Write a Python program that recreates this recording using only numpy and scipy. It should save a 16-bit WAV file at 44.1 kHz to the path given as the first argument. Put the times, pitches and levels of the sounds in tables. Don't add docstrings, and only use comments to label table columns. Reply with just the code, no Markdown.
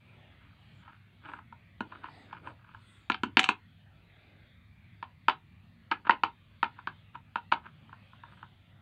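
import sys
import numpy as np
from scipy import signal
from scipy.io import wavfile

SR = 44100
rng = np.random.default_rng(int(sys.argv[2]) if len(sys.argv) > 2 else 0)


def wav_out(sig):
    wavfile.write(sys.argv[1], SR, np.round(np.clip(np.atleast_2d(sig).T, -1, 1) * 32767).astype(np.int16))


N = 388521
TIME = np.arange(N) / SR
BLOW = np.arange(SR // 5) / SR

# (f/Hz, width/Hz, level/dB)
SHELL_MODES = [(208.6, 31, -2), (315, 78, -2), (440, 120, -11.5), (640, 68, -7)]
# (f/Hz, width/Hz, level/dB)
STEEL_MODES = [(2220, 540, -4.5), (2680, 400, -2.5), (3022, 220, -3), (3717, 440, -14), (4400, 330, -17)]


def jumps():
    # (t/s, panel peak about/dB, steel clack/dB, panel tilt/dB per octave, rattle/dB, rebound/dB)
    jump_rows = [(5.027, -25, -12, -7, -19, -25), (5.283, -7.5, -9.5, 1.5, -13.5, -13.5),
                 (5.914, -16, -7.5, -2, -15, -27), (6.095, -3.5, -19, 0, -15.5, -14),
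                 (6.235, -9.5, -9.5, -6.5, -18, -27.5), (6.629, -11, -13, -1, -23.5, -18),
                 (6.872, -20.5, -12, 3, -38, -27), (7.357, -16.5, -13, -3.5, -12.5, -28),
                 (7.522, -8.5, -11, -6.5, -28.5, -22)]
    thump_db = -18
    full_scale_snap_db, snap_per_db = -28.5, 0.38
    rebound_delay_s, rebound_clack_db = .013, 0
    out = np.zeros(N)
    for s, db, clack_db, tilt_db, rattle_db, rebound_db in jump_rows:
        snap_db = clack_db + full_scale_snap_db + snap_per_db * db
        jump = blow(thump_db, clack_db, snap_db, tilt_db, rattle_db)
        add(out, s, from_db(db) * room(jump))
        rebound = touch(rebound_clack_db, edge_hz=4500)
        add(out, s + rebound_delay_s, from_db(db + rebound_db) * rebound)
    return out


def knocks():
    # (t/s, panel peak about/dB, shell thump/dB, steel clack/dB, edge snap/dB)
    knock_rows = [(1.806, -22, -3, -12.5, -37.5), (3.099, -13, -10, -7.5, -33),
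                  (3.119, -32.5, -20, 8.5, -29), (3.144, -26.5, -12, -1.5, -47),
                  (3.234, -17.5, -2.5, -7.5, -29.5), (3.37, -10, -6.5, 3, -30.5),
                  (3.393, -16, -27.5, 7.5, -11.5), (3.431, -37, -31, 12, -7.5), (3.441, -24, -26, 7.5, -10),
                  (3.459, -31.5, -24, -1.5, -31), (3.489, -11, -12.5, -1.5, -26.5)]
    base_tilt_db, tilt_per_clack = 1.83, .2
    out = np.zeros(N)
    for s, db, thump_db, clack_db, snap_db in knock_rows:
        tilt_db = base_tilt_db + tilt_per_clack * clack_db
        knock = blow(thump_db, clack_db, snap_db, tilt_db, rattle_db=-17.5)
        add(out, s, from_db(db) * room(knock))
    return out


def ticks():
    # (t/s, level before softening/dB)
    tick_rows = [(0.878, -40.5), (1.257, -35.5), (1.288, -34), (1.317, -40), (1.335, -29.5), (1.388, -37.5),
                 (1.525, -36), (1.921, -34), (2.041, -30), (2.085, -36.5), (2.328, -29.5), (2.472, -29.5),
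                 (2.746, -36.5), (6.073, -28), (6.788, -34.5), (7.153, -31), (7.517, -23), (7.655, -42.5),
                 (7.892, -45.5), (7.928, -35.5), (8.131, -44), (8.235, -35), (8.428, -33.5)]
    typical_db, typical_clack_db = -35, -15.5
    clack_per_db = .5
    out = np.zeros(N)
    for s, db in tick_rows:
        clack_db = typical_clack_db + clack_per_db * (db - typical_db)
        add(out, s, from_db(db) * touch(clack_db, edge_hz=3400))
    return out


def grinding(slips_per_s=400, clack_db=-9, thump_db=-7):
    # (middle t/s, half length/s, level/dB)
    grind_rows = [(.45, 0.15, -69.5), (0.9, 0.068, -58.5), (1.273, 0.036, -48), (1.355, 0.057, -54.5),
                  (1.943, 0.028, -50), (2.052, 0.019, -42.5), (2.345, 0.042, -51), (2.475, 0.035, -52.5),
                  (2.7, 0.089, -59.5), (5.919, 0.0057, -22.5), (6.058, .006, -40), (6.072, 0.0039, -31),
                  (6.786, 0.014, -50), (7.153, 0.0081, -44), (7.664, 0.026, -50.5), (8.336, 0.072, -58)]
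    sizes_db = 4 * np.minimum(rng.exponential(1, N), 3)
    sizes = rng.choice([-1, 1], N) * from_db(sizes_db)
    slips = (rng.random(N) < slips_per_s / SR) * sizes
    body = panel(slips, tilt_db=2.5)
    body = body + from_db(clack_db) * resonate(slips, STEEL_MODES)
    body = body + from_db(thump_db) * resonate(slips, SHELL_MODES)
    body = soften(body, edge_hz=3540)
    return swells(grind_rows) * body / rms(body)


def touch(clack_db, edge_hz):
    tick = blow(thump_db=-21.5, clack_db=clack_db, snap_db=-33.5, tilt_db=-4.0, rattle_db=-11.5)
    return room(soften(tick, edge_hz, order=2))


def blow(thump_db, clack_db, snap_db, tilt_db, rattle_db):
    # (f/Hz, width/Hz, level/dB)
    edge_modes = [(6260, 1300, -2.5), (8460, 1400, -4.5), (12400, 9100, -18.5)]
    # (f/Hz, level/dB)
    metal_modes = [(765, 2.5), (1125, -8), (1723, -6), (2130, -4), (2549, -2.5), (2640, -5), (2755, -7.5),
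                   (3020, -4.5), (3268, -10), (3450, -9.5), (3892, -9)]
    metal_t60_s = .15
    force = contact(rattle_db)
    shell_tilt_db = -.8 * (max(thump_db, -24) + 13)
    shell = soften(resonate(force, SHELL_MODES, shell_tilt_db, scatter=1.0), edge_hz=4200, order=2)
    steel = soften(resonate(force, STEEL_MODES, scatter=1.0), edge_hz=4700, order=8)
    skid = rng.standard_normal(len(BLOW)) * from_db(-60 * BLOW / 0.029)
    edge = soften(resonate(skid, edge_modes, scatter=0.93), edge_hz=8600, order=2)

    levels = ((0, panel(force, tilt_db)), (thump_db + 0.5, shell),
              (clack_db + 0.37, steel), (snap_db - 0.3, edge))
    parts = sum(from_db(db) * part / attack_rms(part) for db, part in levels)
    metal = 0
    for hz, db in metal_modes:
        metal = metal + from_db(db + rng.normal(0, 3)) * np.sin(2 * np.pi * hz * BLOW)
    metal = from_db(clack_db - 14.5 - 60 * BLOW / metal_t60_s) * metal
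    return from_db(-11) * (parts + metal)


def contact(rattle_db, bounce_db=-8):
    force = 1.0 * (BLOW == 0)
    for db, t60_s in ((bounce_db, .02), (rattle_db, .08)):
        grains = rng.standard_normal(len(BLOW)) ** 3
        grains = grains * from_db(-60 * BLOW / t60_s)
        force = force + from_db(db) * grains / np.linalg.norm(grains)
    return force


def panel(force, tilt_db, low_hz=800, high_hz=2000):
    # (f/Hz, width/Hz, level/dB)
    panel_modes = [(950, 170, 0), (1090, 170, -2), (1290, 200, 0), (1470, 220, -1), (1680, 220, -6)]
    sos = signal.butter(4, [low_hz, high_hz], "band", fs=SR, output="sos")
    return signal.sosfilt(sos, resonate(force, panel_modes, tilt_db, scatter=1))


def resonate(force, modes, tilt_db=0, scatter=0):
    out = 0
    for k, (hz, width, db) in enumerate(modes):
        shift, weight_db = rng.normal(0, (.015, 1.8)) * scatter
        r = np.exp(-np.pi * width / SR)
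        w = 2 * np.pi * hz * (1 + shift) / SR
        ringing = signal.lfilter([1, 0, -1], [1, -2 * r * np.cos(w), r * r], force + 1e-18)
        gain = from_db(db + tilt_db * np.log2(hz / modes[0][0]) + weight_db)
        out = out + (-1) ** k * gain * (1 - r * r) / 2 * ringing
    return out


def room(x, wet_db=-11, build_s=0.0016):
    # (f/Hz, t60/s, level of the reflections/dB)
    room_rows = np.array([(150, .22, -0.5), (500, .18, 2), (1130, .15, -4), (2980, 0.13, 0),
                          (7000, 0.1, -0.5), (14000, .1, -3)])
    tail = 0
    for hz, noise in bands(len(BLOW), 100, 16000, count=9):
        level_db = at_hz(room_rows[:, ::2], hz)
        t60_s = at_hz(room_rows[:, :2], hz)
        tail = tail + noise * from_db(level_db - 60 * BLOW / t60_s)
    tail = tail * (1 - np.exp(-(BLOW / build_s) ** 2))
    reflections = signal.fftconvolve(x, tail / np.linalg.norm(tail))[:len(x)]
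    return x + from_db(wet_db) * reflections


def background(hum_db=-64.0, rumble_db=-60, mic_db=-86.5):
    # (middle t/s, half length/s, friction hiss level/dB, low handling level/dB, skin rustle level/dB)
    strokes = [(0.175, 0.23, -65, -68, -88), (0.74, 0.16, -67, -70, -79.5), (1.318, 0.078, -68, -61, -84),
               (2.127, 0.22, -61.5, -59, -79), (2.486, 0.045, -74, -57, -83),
               (2.944, 0.16, -66.5, -72.5, -76.5), (4.226, 0.37, -70, -69, -98.5),
               (6.853, 0.23, -66, -73, -98), (8.179, 0.52, -67, -71.5, -90)]
    # (f/Hz, level/dB per Hz)
    rumble_spectrum = [(22, -24), (45, -11), (70, -2), (100, 1), (130, -3), (185, -1.5), (240, -15),
                       (330, -34)]
    handling_spectrum = [(200, 0), (300, -1), (450, -9), (700, -5), (1000, -13.5)]
    hiss_spectrum = [(800, -10.5), (1100, 1.5), (1700, 2.5), (2400, 4.5), (2900, 0), (3600, 0),
                     (4200, -8.5), (4700, -11), (5000, -24)]
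    rustle_spectrum = [(3500, 4), (4700, 8), (5600, -8.5), (7000, -4.5), (7700, -4), (8700, 1), (9700, -8)]
    mains_hz = 50
    floor_hiss_db, floor_low_db = -69.5, -75

    s, half, *levels = np.transpose(strokes)
    friction, grip, skin = [swells(zip(s, half, db)) for db in levels]
    hum_phase = 2 * np.pi * 2 * mains_hz * TIME + 0.33 * drift(5.9)
    hum = from_db(hum_db) * np.sqrt(2) * np.sin(hum_phase)
    rumble = from_db(rumble_db) * wavering_noise(rumble_spectrum, waver_db=3.5, rate=6.2, count=9)
    handling = wavering_noise(handling_spectrum, waver_db=5, rate=9, count=12)
    hiss = wavering_noise(hiss_spectrum, waver_db=4.8, rate=9, count=26)
    rustle = skin * wavering_noise(rustle_spectrum, waver_db=9.0, rate=11, count=14)
    low = np.hypot(from_db(floor_low_db), grip) * handling
    high = np.hypot(from_db(floor_hiss_db), friction) * hiss
    mic = from_db(mic_db) * rng.standard_normal(N)
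    return hum + rumble + low + high + rustle + mic


def wavering_noise(spectrum, waver_db, rate, count):
    out, patch = 0, drift(rate)
    for hz, noise in bands(N, spectrum[0][0], spectrum[-1][0], count):
        patch = .4 * patch + .9 * drift(rate * rng.uniform(.7, 1.3))
        level_db = at_hz(spectrum, hz) + waver_db * 2 * np.tanh(patch / 2)
        out = out + noise * from_db(level_db)
    return out / rms(out)


def bands(size, low_hz, high_hz, count):
    edges = np.geomspace(low_hz, high_hz, count + 1)
    white = rng.standard_normal((2, size))
    for k, (low, high) in enumerate(zip(edges, edges[1:])):
        sos = signal.butter(3, [low, high], "band", fs=SR, output="sos")
        yield np.sqrt(low * high), signal.sosfilt(sos, white[k % 2])


def drift(rate):
    knots = rng.standard_normal(1024)
    return np.interp(TIME * rate, np.arange(len(knots)), knots)


def swells(rows):
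    return sum(from_db(db) * np.exp(-((TIME - s) / half) ** 2) for s, half, db in rows)


def soften(x, edge_hz, order=4):
    return signal.sosfilt(signal.butter(order, min(edge_hz, .45 * SR), fs=SR, output="sos"), x)


def from_db(db):
    return 10 ** (np.asarray(db) / 20)


def rms(x):
    return np.sqrt(np.mean(x ** 2) + 1e-24)


def attack_rms(x):
    return rms(x[:int(.012 * SR)])


def at_hz(points, hz):
    f, value = np.transpose(points)
    return np.interp(np.log(hz), np.log(f), value)


def add(out, s, sound):
    start = max(0, round(s * SR))
    out[start:start + len(sound)] += sound[:N - start]


def scene():
    return (jumps() + knocks() + ticks() + room(grinding()) + background())[None]


def record(dry):
    cutoff_hz = 15700
    sos = signal.ellip(10, .1, 80, cutoff_hz, fs=SR, output="sos")
    return signal.sosfilt(sos, dry)


dry = scene()
out = record(dry)
wav_out(out)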